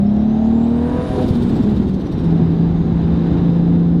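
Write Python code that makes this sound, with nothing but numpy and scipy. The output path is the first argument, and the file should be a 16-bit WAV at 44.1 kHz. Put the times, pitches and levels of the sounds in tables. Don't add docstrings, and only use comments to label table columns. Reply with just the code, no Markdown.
import sys
import numpy as np
from scipy import signal
from scipy.fft import rfft, irfft
from scipy.io import wavfile
from scipy.ndimage import uniform_filter1d

SR = 44100
rng = np.random.default_rng(int(sys.argv[2]) if len(sys.argv) > 2 else 0)


def int16_out(signal):
    q = np.round(np.clip(np.atleast_2d(signal).T, -1, 1) * 32767)
    wavfile.write(sys.argv[1], SR, q.astype(np.int16))


N = 176400
T = np.arange(N) / SR


def amp(db):
    return 10 ** (np.asarray(db) / 20)


def unit(x):
    return x / np.sqrt(np.mean(x ** 2) + 1e-20)


def curve(points):
    return np.interp(T, *np.transpose(points))


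def swell(at_s, width_s):
    return np.exp(-((T - at_s) / width_s) ** 2)


def drift(hz):
    f = np.fft.rfftfreq(N, 1 / SR)
    return unit(irfft(rfft(rng.standard_normal(N)) / (1 + (f / hz) ** 4), N))


def noise(spectrum, tilt=lambda f: 1):
    f = np.fft.rfftfreq(N, 1 / SR) + 1
    hz, db = np.transpose(spectrum)
    gain = amp(np.interp(np.log(f), np.log(hz), db)) * tilt(f)
    return unit(irfft(rfft(rng.standard_normal(N)) * gain, N))


def resonate(x, hz, half_width_hz):
    carrier = np.exp(2j * np.pi * np.cumsum(hz * np.ones(N)) / SR)
    pole = np.exp(-2 * np.pi * half_width_hz / SR)
    return unit((carrier * signal.lfilter([1], [1, -2 * pole, pole * pole], x / carrier)).real)


def noise_band(hz, half_width_hz):
    return resonate(rng.standard_normal(N), hz, half_width_hz)


# (frequency [Hz], relative level [dB])
ROAD_SPECTRUM = [(15, -24), (31, -1), (45, -9.5), (70, 3.5), (120, 1), (200, 1.5), (290, -4), (380, -4.5),
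                 (470, -13.5), (580, -16), (760, -13.5), (1000, -20), (1300, -26), (1650, -27.5),
                 (2300, -35.5), (3100, -35.5), (4000, -37.5), (4500, -43.5), (5600, -49), (6700, -52.5),
                 (7500, -57), (10000, -63.5), (16000, -72.5)]
# (time [s], level [dB])
RUMBLE_LEVEL = [(0, -24.5), (.75, -29.5), (1.1, -19), (1.32, -18), (1.5, -19), (1.95, -21), (2.3, -19.5),
                (3.3, -20.5), (4, -23.5)]
# (time [s], level [dB])
HISS_LEVEL = [(0, -40.5), (.2, -37.5), (1, -38.5), (1.6, -35), (1.9, -39.5), (2.3, -35), (2.8, -37),
              (3.1, -34.5), (3.38, -33), (3.65, -37), (4, -39)]
# (frequency [Hz], half-width [Hz], relative level [dB])
BODY_MODES = [(3635, 55, -61), (3800, 250, -64), (3948, 38, -62.5), (4830, 160, -71)]

def road(crossover_hz=483, lumps_db=1, flicker_db=.57, intake_coupling_db=41.5):
    rumble = noise(ROAD_SPECTRUM, lambda f: 1 / np.sqrt(1 + (f / crossover_hz) ** 8))
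    hiss = noise(ROAD_SPECTRUM, lambda f: 1 / np.sqrt(1 + (crossover_hz / f) ** 8))
    hiss_gain = amp(curve(HISS_LEVEL) + flicker_db * drift(39))
    modes = sum(amp(db) * noise_band(hz, half_width) for hz, half_width, db in BODY_MODES)
    drive = np.hypot(unit(hiss_gain), amp(curve(INTAKE_LEVEL) + intake_coupling_db))
    rumble_gain = amp(curve(RUMBLE_LEVEL) + lumps_db * drift(6.8))
    return rumble_gain * rumble + hiss_gain * hiss + drive * modes


def gearbox(firing_multiple=29.3, level_db=-69.5, waver_db=2, fade_in_s=(1.8, 3.1)):
    whine_gain = amp(level_db + waver_db * drift(4.4)) * np.interp(T, fade_in_s, [0, 1])
    whine = whine_gain * noise_band(firing_multiple * curve(FIRING_RATE), half_width_hz=70)
    peep = amp(level_db) * swell(at_s=2.81, width_s=.12) * noise_band(hz=6600, half_width_hz=220)
    return whine + peep


# (time [s], envelope peak [dB], frequency [Hz])
THUMP_EVENTS = [(1.147, -13, 206), (1.179, -10.5, 374), (1.307, -5.5, 100), (1.34, -6.5, 205),
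                (1.799, -4.5, 204.1), (1.963, -15.5, 242)]
# (time [s], level [dB])
TRIM_HITS = [(.137, -57), (.162, -57), (.34, -60), (0.444, -54)]
# (time [s], level [dB])
LEVER_HITS = [(1.184, -27), (1.815, -30)]
# (frequency [Hz], relative level [dB])
TRIM_SPECTRUM = [(1000, 3), (3500, -0.5), (6700, 1), (9000, -15), (16000, -24)]
LEVER_SPECTRUM = [(300, -12), (780, 3), (1100, -12), (1600, -14), (3000, -32), (16000, -80)]

def knocks(thump_s=.003):
    rattle, clunk = noise(TRIM_SPECTRUM), noise(LEVER_SPECTRUM)
    out = np.zeros(N)
    for s, db, hz in THUMP_EVENTS:
        age = np.maximum(T - s, 0)
        out += amp(db) * age / thump_s * np.exp(1 - age / thump_s) * np.sin(2 * np.pi * hz * age)
    out += rattle * impacts(TRIM_HITS, rise_s=.001, decay_s=.018)
    return out + clunk * impacts(LEVER_HITS, rise_s=.008, decay_s=.022)


def impacts(hits, rise_s, decay_s):
    return sum(amp(db) * np.clip((T - s) / rise_s, 0, 1) * np.exp(-abs(T - s) / decay_s)
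               for s, db in hits)


def cabin(x, decay_s=.008, echo_gain=.42):
    t = T[:SR // 10]
    echoes = rng.standard_normal(len(t)) * np.exp(-t / decay_s)
    echoes = signal.sosfilt(signal.butter(2, 1000, "high", fs=SR, output="sos"), echoes)
    reflected = signal.fftconvolve(x, echoes / np.linalg.norm(echoes))[:N]
    return (x + echo_gain * reflected) / np.hypot(1, echo_gain)


# (time [s], level [dB])
SURGE_PULSES = [(1.217, -54), (1.285, -44.5), (1.355, -47.5), (1.428, -49), (1.494, -50), (1.563, -47.5),
                (1.631, -50), (1.699, -51), (1.764, -48.5), (1.827, -53), (1.887, -50), (1.945, -50.5),
                (2.006, -50), (2.065, -52), (2.126, -50), (2.19, -50.5), (2.248, -50.5), (2.314, -57),
                (2.375, -67)]

def surge(rise_s=.015, fall_s=.022, shrink_per_s=.25):
    stretch = np.exp(-shrink_per_s * (T - SURGE_PULSES[0][0]))
    return sum(amp(db) * swell(s, stretch * np.where(T < s, rise_s, fall_s)) for s, db in SURGE_PULSES)


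# (frequency [Hz], relative level [dB])
CHUFF_SPECTRUM = [(500, -18), (1500, -5), (3700, 19), (5500, 7.5), (7200, -6.5), (8400, -4), (9500, -5.5),
                  (12000, -3), (14300, -10), (15200, -20)]
SPIT_SPECTRUM = [(5000, -29), (9000, -4), (11000, 2), (14200, 4), (15000, -2)]

def flutter(grain_db=2.5, spit_fade_s=(1.5, 1.9), chirp_growth_s=(1, 2.2)):
    spit = amp(-14) * np.interp(T, spit_fade_s, [1, 0]) * noise(SPIT_SPECTRUM)
    chirp = amp(-16) * np.interp(T, chirp_growth_s, [0, 1]) * noise_band(hz=8400, half_width_hz=400)
    return surge() * amp(grain_db * drift(300)) * (noise(CHUFF_SPECTRUM) + spit + chirp)


# (time [s], frequency [Hz], level [dB])
WHISTLE_PATH = [(0, 5180, -70), (0.2, 5620, -68), (.4, 6430, -68), (.6, 7400, -69), (.8, 8700, -67),
                (1, 9500, -66), (1.17, 9750, -66.5), (1.3, 9150, -65), (1.5, 8090, -66), (1.72, 7050, -75),
                (1.95, 6200, -73), (2.15, 5630, -67), (2.4, 5050, -66.5), (2.8, 4400, -71.5),
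                (3.08, 3980, -63), (3.5, 3720, -62.5), (4, 3490, -72)]
# (time [s], level [dB])
INTAKE_LEVEL = [(0, -59), (.6, -48.5), (.85, -47), (1.05, -40.5), (1.22, -37), (1.4, -41.5), (1.58, -42.5),
                (1.75, -46), (1.95, -50), (4, -64.5)]
# (frequency [Hz], relative level [dB])
INTAKE_SPECTRUM = [(100, -20), (400, 2.5), (750, 1), (1100, 0), (1600, -9.5), (2400, -12), (3700, -10.5),
                   (5000, -17.5), (7400, -24.5), (9500, -29), (14000, -39.5), (16000, -43)]

def turbo(flicker_db=1, waver_db=3.5, chop_db=6):
    times, hz, db = np.transpose(WHISTLE_PATH)
    pitch = np.interp(T, times, hz)
    backflow = surge()
    mean_flow = uniform_filter1d(backflow, size=3000)
    chop = (backflow - mean_flow) / (mean_flow + amp(-66))
    whistle_db = np.interp(T, times, db) - waver_db * drift(25) + chop_db * chop
    whistle = amp(whistle_db) * noise_band(pitch, half_width_hz=135)
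    halo = amp(-29) * noise_band(pitch, half_width_hz=900)
    intake_gain = amp(curve(INTAKE_LEVEL) + flicker_db * drift(60))
    return whistle + intake_gain * (noise(INTAKE_SPECTRUM) + halo)


# (frequency [Hz], relative level [dB])
RASP_SPECTRUM = [(500, -9), (1000, -5), (1600, 6.5), (2100, -5), (2800, -7), (5000, -21.5), (16000, -38.5)]

def rasp(level_db=-43, depth=.63):
    puffs = 1 + depth * np.cos(2 * np.pi * np.cumsum(curve(FIRING_RATE)) / SR)
    return amp(level_db) * swell(at_s=.988, width_s=.23) * puffs * noise(RASP_SPECTRUM)


# (frequency [Hz], level [dB])
EXHAUST_MODES = [(380, -27.5), (503, -37.5), (632, -35), (757, -33.5)]

def bark():
    modes = sum(amp(db) * noise_band(hz, half_width_hz=25) for hz, db in EXHAUST_MODES)
    return swell(at_s=1.2, width_s=.1) * modes


# (time [s], level [dB])
BURBLE_LEVEL = [(0, -56), (.9, -39.5), (1.15, -43), (1.35, -25.5), (1.65, -18), (1.9, -30.5), (2.15, -27.5),
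                (2.4, -23), (4, -42)]

def burble(spread_db=3.5):
    firings = np.diff(np.floor(np.cumsum(curve(FIRING_RATE)) / SR), prepend=0)
    strengths = amp(spread_db * np.clip(rng.standard_normal(N), -2, 2))
    signs = np.sign(rng.standard_normal(N))
    return amp(curve(BURBLE_LEVEL)) * resonate(firings * strengths * signs, hz=230, half_width_hz=75.5)


# (time [s], firing rate [Hz])
FIRING_RATE = [(0, 200.5), (.25, 214.1), (.5, 225.5), (.75, 236), (1, 248.7), (1.1, 252.2), (1.29, 250.8),
               (1.5, 229), (1.75, 203.9), (2, 183.3), (2.2, 164.7), (2.5, 166.1), (3, 167.6), (3.5, 169.8),
               (4, 170.5)]
# (time [s], level [dB])
BOOM_LEVEL = [(0, -13.5), (.35, -15.5), (.52, -13), (.8, -16), (.95, -21.5), (1.08, -35), (1.25, -23.5),
              (1.38, -17), (1.46, -21), (1.62, -14.5), (1.85, -21), (2.16, -30), (2.26, -14.5), (2.8, -17),
              (3.3, -16.5), (3.8, -13), (4, -13.5)]
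# (time [s], gain [dB])
LOAD_GAIN = [(0, -5.5), (.5, -2), (1, 2), (1.08, -3.5), (1.17, -4.5), (1.35, -12), (2.1, -6), (2.3, -6),
             (2.9, -4.5), (3.3, 1), (4, -0.5)]
# (multiple of the cycle rate [rounded when played],
# level early in the pull [dB], level at high revs [dB], level in the next gear [dB])
ENGINE_ORDERS = [(1, -38, -43.5, -41), (2, -28, -28.5, -39.5), (3, -30.5, -41, -35.5), (4, -28.5, -30, -45),
                 (5, -26, -33, -31), (7, -22.5, -29.5, -35), (8, -43.5, -40.5, -28), (9, -28, -40.5, -30.5),
                 (9.9, -37.5, -46.5, -28), (11, -44.5, -36.5, -33), (12, -36.5, -27.5, -33),
                 (13, -55, -41, -41.5), (15, -43, -40, -42.5), (16, -50, -39, -45.5), (17, -36.5, -53, -45),
                 (18, -42, -40.5, -43), (20, -40, -49.5, -52.5), (21, -40, -55.5, -59),
                 (23, -46.5, -42.5, -61.5), (24, -47, -41, -66.5), (27, -56.5, -48, -50.5),
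                 (30, -65.5, -49, -62)]

def engine(cylinders=6, jitter=.002, rev_up_s=(.46, 1), shift_s=(1.3, 2.06)):
    firing_phase = 2 * np.pi * np.cumsum(curve(FIRING_RATE) * (1 + jitter * drift(16))) / SR
    throb = .04 + .5 * swell(at_s=1.65, width_s=.4)
    stumble = throb * drift(27) * np.sin(firing_phase + drift(23))
    out = amp(curve(BOOM_LEVEL)) * (np.sin(firing_phase) + stumble) / np.hypot(1, throb)
    revved, shifted = np.interp(T, rev_up_s, [0, 1]), np.interp(T, shift_s, [0, 1])
    load_db = curve(LOAD_GAIN)
    slack = np.clip(1 - amp(load_db), 0, 1)
    unsteady = .12 + .7 * np.maximum(slack, shifted / 2)
    for order, early_db, high_db, next_db in ENGINE_ORDERS:
        pull_db = early_db * (1 - revved) + high_db * revved
        db = pull_db * (1 - shifted) + next_db * shifted + load_db
        blur = .007 * max(order - cylinders, 0)
        wobble = (1 + (unsteady + blur) * (drift(9.4) + 1j * drift(8.9))) / np.hypot(1, blur)
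        harmonic = round(order)
        offset = 2 * np.pi * rng.random() * (abs(harmonic - cylinders) > 1)
        out += amp(db) * (wobble * np.exp(1j * (harmonic * firing_phase / cylinders + offset))).imag
    return np.sqrt(2) * out


def scene():
    engine_and_exhaust = engine() + rasp() + bark() + burble()
    return (engine_and_exhaust + cabin(turbo() + flutter()) + gearbox() + road() + knocks())[None]


def record(dry):
    lowpass = signal.firwin(511, cutoff=15750, window=("kaiser", 9), fs=SR)
    return signal.oaconvolve(dry, lowpass[None], "same")


dry = scene()
out = record(dry)
int16_out(out)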